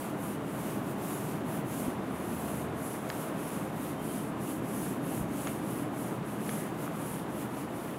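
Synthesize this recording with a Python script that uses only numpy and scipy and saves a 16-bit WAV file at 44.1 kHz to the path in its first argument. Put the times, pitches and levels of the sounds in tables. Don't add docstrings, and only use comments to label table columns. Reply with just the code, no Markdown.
import sys
import numpy as np
from scipy import signal
from scipy.fft import rfft, irfft
from scipy.io import wavfile
from scipy.ndimage import uniform_filter1d

SR = 44100
rng = np.random.default_rng(int(sys.argv[2]) if len(sys.argv) > 2 else 0)


def master_out(mix):
    frames = np.transpose(np.atleast_2d(mix))
    ceiling = np.clip(frames, -1, 1)
    pcm = np.round(ceiling * 32767).astype(np.int16)
    wavfile.write(sys.argv[1], SR, pcm)


N = 352112
TIME = np.arange(N) / SR


def gain_of(db):
    return 10 ** (np.asarray(db) / 20)


def evened(x):
    return x / np.sqrt(np.mean(x ** 2) + 1e-20)


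def read(points, hz):
    point_hz, db = np.transpose(points)
    return np.interp(np.log(hz + 1), np.log(point_hz), db)


def follow(rows, t):
    seconds, db = np.transpose(rows)
    return np.interp(t, seconds, db)


def coloured(x, points, bands=()):
    hz = np.fft.rfftfreq(N, 1 / SR)
    db = read(points, hz)
    for centre_hz, width_hz, lift_db in bands:
        db = db + lift_db * np.exp(-(2 * (hz - centre_hz) / width_hz) ** 2)
    return evened(irfft(rfft(x) * gain_of(db), N))


def wander(rate_hz):
    hz = np.fft.rfftfreq(N, 1 / SR)
    spectrum = rfft(rng.standard_normal(N))
    return evened(irfft(spectrum * np.exp(-(hz / rate_hz) ** 2), N))


def add(mix, s, sound):
    part = mix[max(round(s * SR), 0):][:len(sound)]
    part += sound[:len(part)]


def fibres(per_s, spread_db, share):
    size = gain_of(spread_db * np.minimum(rng.exponential(1, N), 4))
    happens = rng.random(N) < per_s / SR
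    snaps = size * rng.standard_normal(N) * happens
    return np.sqrt(1 - share) * rng.standard_normal(N) + np.sqrt(share) * evened(snaps)


def whine():
    # pitch in Hz, rms level in dB.
    whine_tones = [(2154, -72.5), (2932, -73.5), (3650, -75.5), (5803, -79), (6523, -81), (6583, -78.5),
                   (7241, -74), (7300, -89), (8018, -74.5), (12387, -75), (13104, -79), (15258, -82)]
    out = np.zeros(N)
    for hz, db in whine_tones:
        out += gain_of(db) * np.sin(2 * np.pi * (hz * TIME + rng.random()))
    return np.sqrt(2) * out


def fans(rush_db=-0.71, split_hz=430, flutter_db=.5, waver=0.46, drift=0.96, drone_hz=80):
    # frequency in Hz, relative level per Hz in dB.
    air_spectrum = [(20, -39), (50, -21.5), (70, -22), (100, -11.5), (125, -2.5), (300, -.5), (390, -6),
                    (650, -9.5), (880, -12.5), (1100, -13.5), (2000, -24.5), (3100, -31), (4800, -42),
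                    (16000, -64)]
    # middle in Hz, width in Hz, change in dB.
    room_bands = [(230, 22, -2), (292, 30, 2), (485, 37, -5.5), (571, 34, -3.5), (641, 25, 2.5)]
    # time in seconds, gain in dB before rush_db.
    rumble_levels = [(0, -37.5), (.7, -34.5), (1.9, -34.4), (2.8, -36.5), (4.05, -36), (4.75, -33.5),
                     (6.7, -36), (7.98, -37)]
    # time in seconds, gain in dB before rush_db.
    roar_levels = [(0, -35), (1.5, -35), (3.5, -34.5), (4.0, -36), (6.3, -35.5), (7.98, -36)]
    # pitch in Hz, middle amplitude in dB, around which it wavers.
    motor_tones = [(54, -71), (80, -61.5), (122, -51.5), (143, -56.5), (161.5, -48.5), (200, -51),
                   (211, -48.5)]
    # time in seconds, rms level in dB.
    drone_levels = [(1.7, -74), (2.0, -60), (2.4, -54), (2.7, -55), (3.0, -74)]

    air = coloured(rng.standard_normal(N), air_spectrum, room_bands)
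    air = air * gain_of(rush_db + flutter_db * wander(rate_hz=39))
    low_pass = signal.butter(4, split_hz, fs=SR, output="sos")
    rumble = signal.sosfiltfilt(low_pass, air)
    roar = air - rumble
    rush = gain_of(follow(rumble_levels, TIME)) * rumble + gain_of(follow(roar_levels, TIME)) * roar

    hum = np.zeros(N)
    for hz, db in motor_tones:
        swell = 1 + waver * wander(rate_hz=1.46)
        phase = 2 * np.pi * hz * TIME + drift * wander(rate_hz=2.2)
        hum += gain_of(db) * swell * np.sin(phase)

    drone_tone = np.sqrt(2) * np.sin(2 * np.pi * drone_hz * TIME)
    return rush + hum + gain_of(follow(drone_levels, TIME)) * drone_tone


def bumps(looseness=0.2):
    # middle in seconds, rough peak in dB, pitch in Hz, length of each side in seconds.
    bump_rows = [(1.884, -22, 254, 0.022), (4.595, -43, 66, .05), (5.218, -36, 62, .05),
                 (5.242, -28, 171, 0.025), (6.495, -33, 480, .015)]
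    out = np.zeros(N)
    for s, db, hz, length in bump_rows:
        envelope = np.exp(-abs(TIME - s) * 4 / length)
        swing = np.sin(2 * np.pi * hz * (TIME - s)) + looseness * wander(rate_hz=2 * hz)
        out += gain_of(db) * envelope * swing
    return out


def ticks(room_db=-13, room_t60=0.49, rise_s=0.00012):
    # start in seconds, peak in dB, middle of the excited band in Hz, its spread in octaves.
    tick_rows = [(3.0927, -34, 9500, .7), (3.0964, -40, 9500, .7), (3.1011, -26.5, 4500, .28),
                 (3.1016, -24, 1780, .26), (5.1774, -28, 850, .5), (5.4714, -23, 1200, .35),
                 (5.4716, -34, 6600, .3), (5.4733, -26, 2700, .35), (5.4806, -35, 2400, .8),
                 (6.4930, -23, 2500, .55), (6.8778, -29, 1300, .1)]
    # pitch in Hz, relative level in dB,
    # time to fade by 60 dB in seconds.
    holder_modes = [(740, 5, 0.024), (1300, 5.5, 0.012), (1750, 8.5, 0.0067), (2120, 4, 0.0073),
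                    (3200, 2.5, 0.0054), (4040, -8, 0.0079), (4740, -8, 0.0048), (6640, -5, 0.01),
                    (14100, -3, 0.0054)]
    out, t = np.zeros(N), np.arange(SR // 4) / SR
    for s, db, centre_hz, spread in tick_rows:
        ring = np.zeros(len(t))
        for hz, mode_db, t60 in holder_modes:
            excited = 1 / (1 + (np.log2(hz / centre_hz) / spread) ** 2)
            ring += excited * gain_of(mode_db - 60 * t / t60) * np.sin(2 * np.pi * hz * t)
        ring *= 1 - np.exp(-t / rise_s)
        add(out, s, gain_of(db) * ring / abs(ring).max())
    tail = rng.standard_normal(len(t)) * gain_of(-60 * t / room_t60)
    echo = signal.fftconvolve(out, tail / np.linalg.norm(tail))[:N]
    return out + gain_of(room_db) * echo


def scrapes(width_octaves=0.36):
    # middle in seconds, rms level at the middle in dB, length in seconds, pitch in Hz.
    scrape_rows = [(4.495, -56, .06, 2700), (5.147, -56, .07, 2600), (5.486, -49.5, .07, 2600),
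                   (6.623, -52.5, 0.14, 1850)]
    out, hz = np.zeros(N), np.fft.rfftfreq(N, 1 / SR)
    slips = rfft(fibres(per_s=500, spread_db=5.5, share=.5))
    for s, db, length, centre_hz in scrape_rows:
        octaves_away = np.log2((hz + 1) / centre_hz)
        rasp = irfft(slips / (1 + (2 * octaves_away / width_octaves) ** 2), N)
        out += gain_of(db) * evened(rasp) * np.exp(-(2 * (TIME - s) / length) ** 2)
    return out


def squeaks(pitch_hz=3120, waver=.003):
    # middle in seconds, rms level at the middle in dB, length in seconds.
    squeak_rows = [(4.0, -59, .06), (4.105, -58, 0.045), (4.195, -59, .04)]
    out = np.zeros(N)
    wavering_hz = pitch_hz * (1 + waver * wander(rate_hz=74))
    tone = np.sqrt(2) * np.sin(2 * np.pi * np.cumsum(wavering_hz) / SR)
    for s, db, length in squeak_rows:
        out += gain_of(db) * tone * np.exp(-(2 * (TIME - s) / length) ** 2)
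    return out


def hand(t, speed_power=3.33, turn_db=-63.5):
    # start in seconds, length in seconds, share of it spent speeding up,
    # hiss level at full speed in dB before the eraser's trim, brightness in dB per octave,
    # lift of the hiss resonance against the rest in dB, pressure as extra dB of the scrub.
    stroke_rows = [(-0.22, 0.45, 0.2, -46, 0, -2, 4), (0.143, 0.27, 0.5, -49, 0.5, -0.5, -4),
                   (0.345, 0.51, 0.7, -49, -0.5, -2.5, 2), (0.801, 0.18, 0.53, -52.5, 2, -2, 1),
                   (0.93, 0.39, 0.42, -46.5, 0, -2, 1.5), (1.11, 0.34, 0.52, -50.2, -3, 0, 1),
                   (1.417, 0.227, 0.62, -48, 2, -1, 0.5), (1.609, 0.404, 0.42, -46.7, -1, -1, 0),
                   (1.903, 0.82, 0.78, -48.5, 0.5, 0.5, 0), (2.707, 0.4, 0.42, -48.1, -3, 1.5, -6),
                   (2.973, 0.39, 0.63, -48, 1, -2, 1), (3.296, 0.48, 0.38, -48.2, -1, 1.5, 0),
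                   (3.687, 0.3, 0.61, -48.5, 0.5, -1.5, 1.5), (3.945, 0.42, 0.44, -47.5, -1.5, 2.5, 0),
                   (4.344, 0.291, 0.54, -47.5, 0, 0, -1), (4.573, 0.45, 0.58, -46, -1, 0.5, -0.5),
                   (4.974, 0.31, 0.59, -47, 0.5, 0, -1), (5.238, 0.46, 0.4, -47, -1, -1, 0.5),
                   (5.582, 0.34, 0.43, -48.0, 1.5, 1.5, 1), (5.877, 0.35, 0.48, -49.5, -1, 0.5, -3),
                   (6.219, 0.22, 0.42, -53, 0, 0, 1), (6.334, 0.44, 0.46, -46.5, -1, 2, 1),
                   (6.716, 0.2, 0.66, -50.6, 0.5, -2, 1.5), (6.844, 0.45, 0.58, -48, -1, 2, 0),
                   (7.248, 0.26, 0.64, -50, 1, -2, 2), (7.464, 0.23, 0.55, -52, -1, 0, 1),
                   (7.646, 0.44, 0.42, -54.1, 1, -1, 2.5)]
    power = gain_of(turn_db) ** 2
    fastest = []
    for start, length, rise, db, *_ in stroke_rows:
        peak = start + length * rise
        fastest.append(peak)
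        speed = np.sin(np.pi / 2 * np.interp(t, [start, peak, start + length], [0, 1, 0]))
        power = power + gain_of(db) ** 2 * speed ** speed_power
    grip = [np.interp(t, fastest, column) for column in np.transpose(stroke_rows)[4:]]
    return 10 * np.log10(power), *grip


def eraser(judder_db=0.55, patchy_db=1.06, hiss_db=0.57, scrub_db=-54.0, scrub_growth=0.69,
           ring_hz=10500, ring_width_hz=2600, window=512):
    # frequency in Hz, relative level per Hz in dB.
    hiss_spectrum = [(1500, -26), (3500, -18), (5200, -15), (6800, -8), (8000, -6.5), (9200, -2.5),
                     (10100, 0), (11200, 0), (13000, -5.5), (14500, -7), (16000, -12)]
    # frequency in Hz, relative level per Hz in dB.
    scrub_spectrum = [(200, -22), (700, -3), (1400, -3), (2800, -0.5), (4200, -9.5), (7000, -11.5),
                      (12000, -27)]

    slips = fibres(per_s=5000, spread_db=-1, share=0.13)
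    hz, t, z = signal.stft(coloured(slips, hiss_spectrum), SR, nperseg=window)
    stroke_db, brightness, lift_db, pressure_db = hand(t)
    speed_db = np.interp(TIME, t, stroke_db) + judder_db * wander(rate_hz=24)

    octaves = np.log2(np.maximum(hz, 4000) / ring_hz)[:, None]
    resonance = np.exp(-(2 * (hz - ring_hz) / ring_width_hz) ** 2)[:, None] - .5
    patches = uniform_filter1d(rng.standard_normal(z.shape), size=12, axis=0)
    patches = evened(uniform_filter1d(patches, size=16, axis=1))
    z = z * gain_of(octaves * brightness + resonance * lift_db + patchy_db * patches)
    hiss = signal.istft(z, SR, nperseg=window)[1][:N]

    scrub = coloured(fibres(per_s=900, spread_db=2.5, share=0.4), scrub_spectrum)
    below_fastest_db = speed_db - stroke_db.max()
    pressed_db = scrub_db + np.interp(TIME, t, pressure_db)
    scrub = scrub * gain_of(pressed_db + scrub_growth * below_fastest_db)
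    return gain_of(speed_db + hiss_db) * hiss + scrub


def scene():
    return (whine() + fans() + bumps() + ticks() + scrapes() + squeaks() + eraser())[None]


def record(dry, edge_hz=15780):
    low_pass = signal.firwin(1023, edge_hz, window=("kaiser", 9), fs=SR)
    return signal.oaconvolve(dry, low_pass[None], "same")


dry = scene()
out = record(dry)
master_out(out)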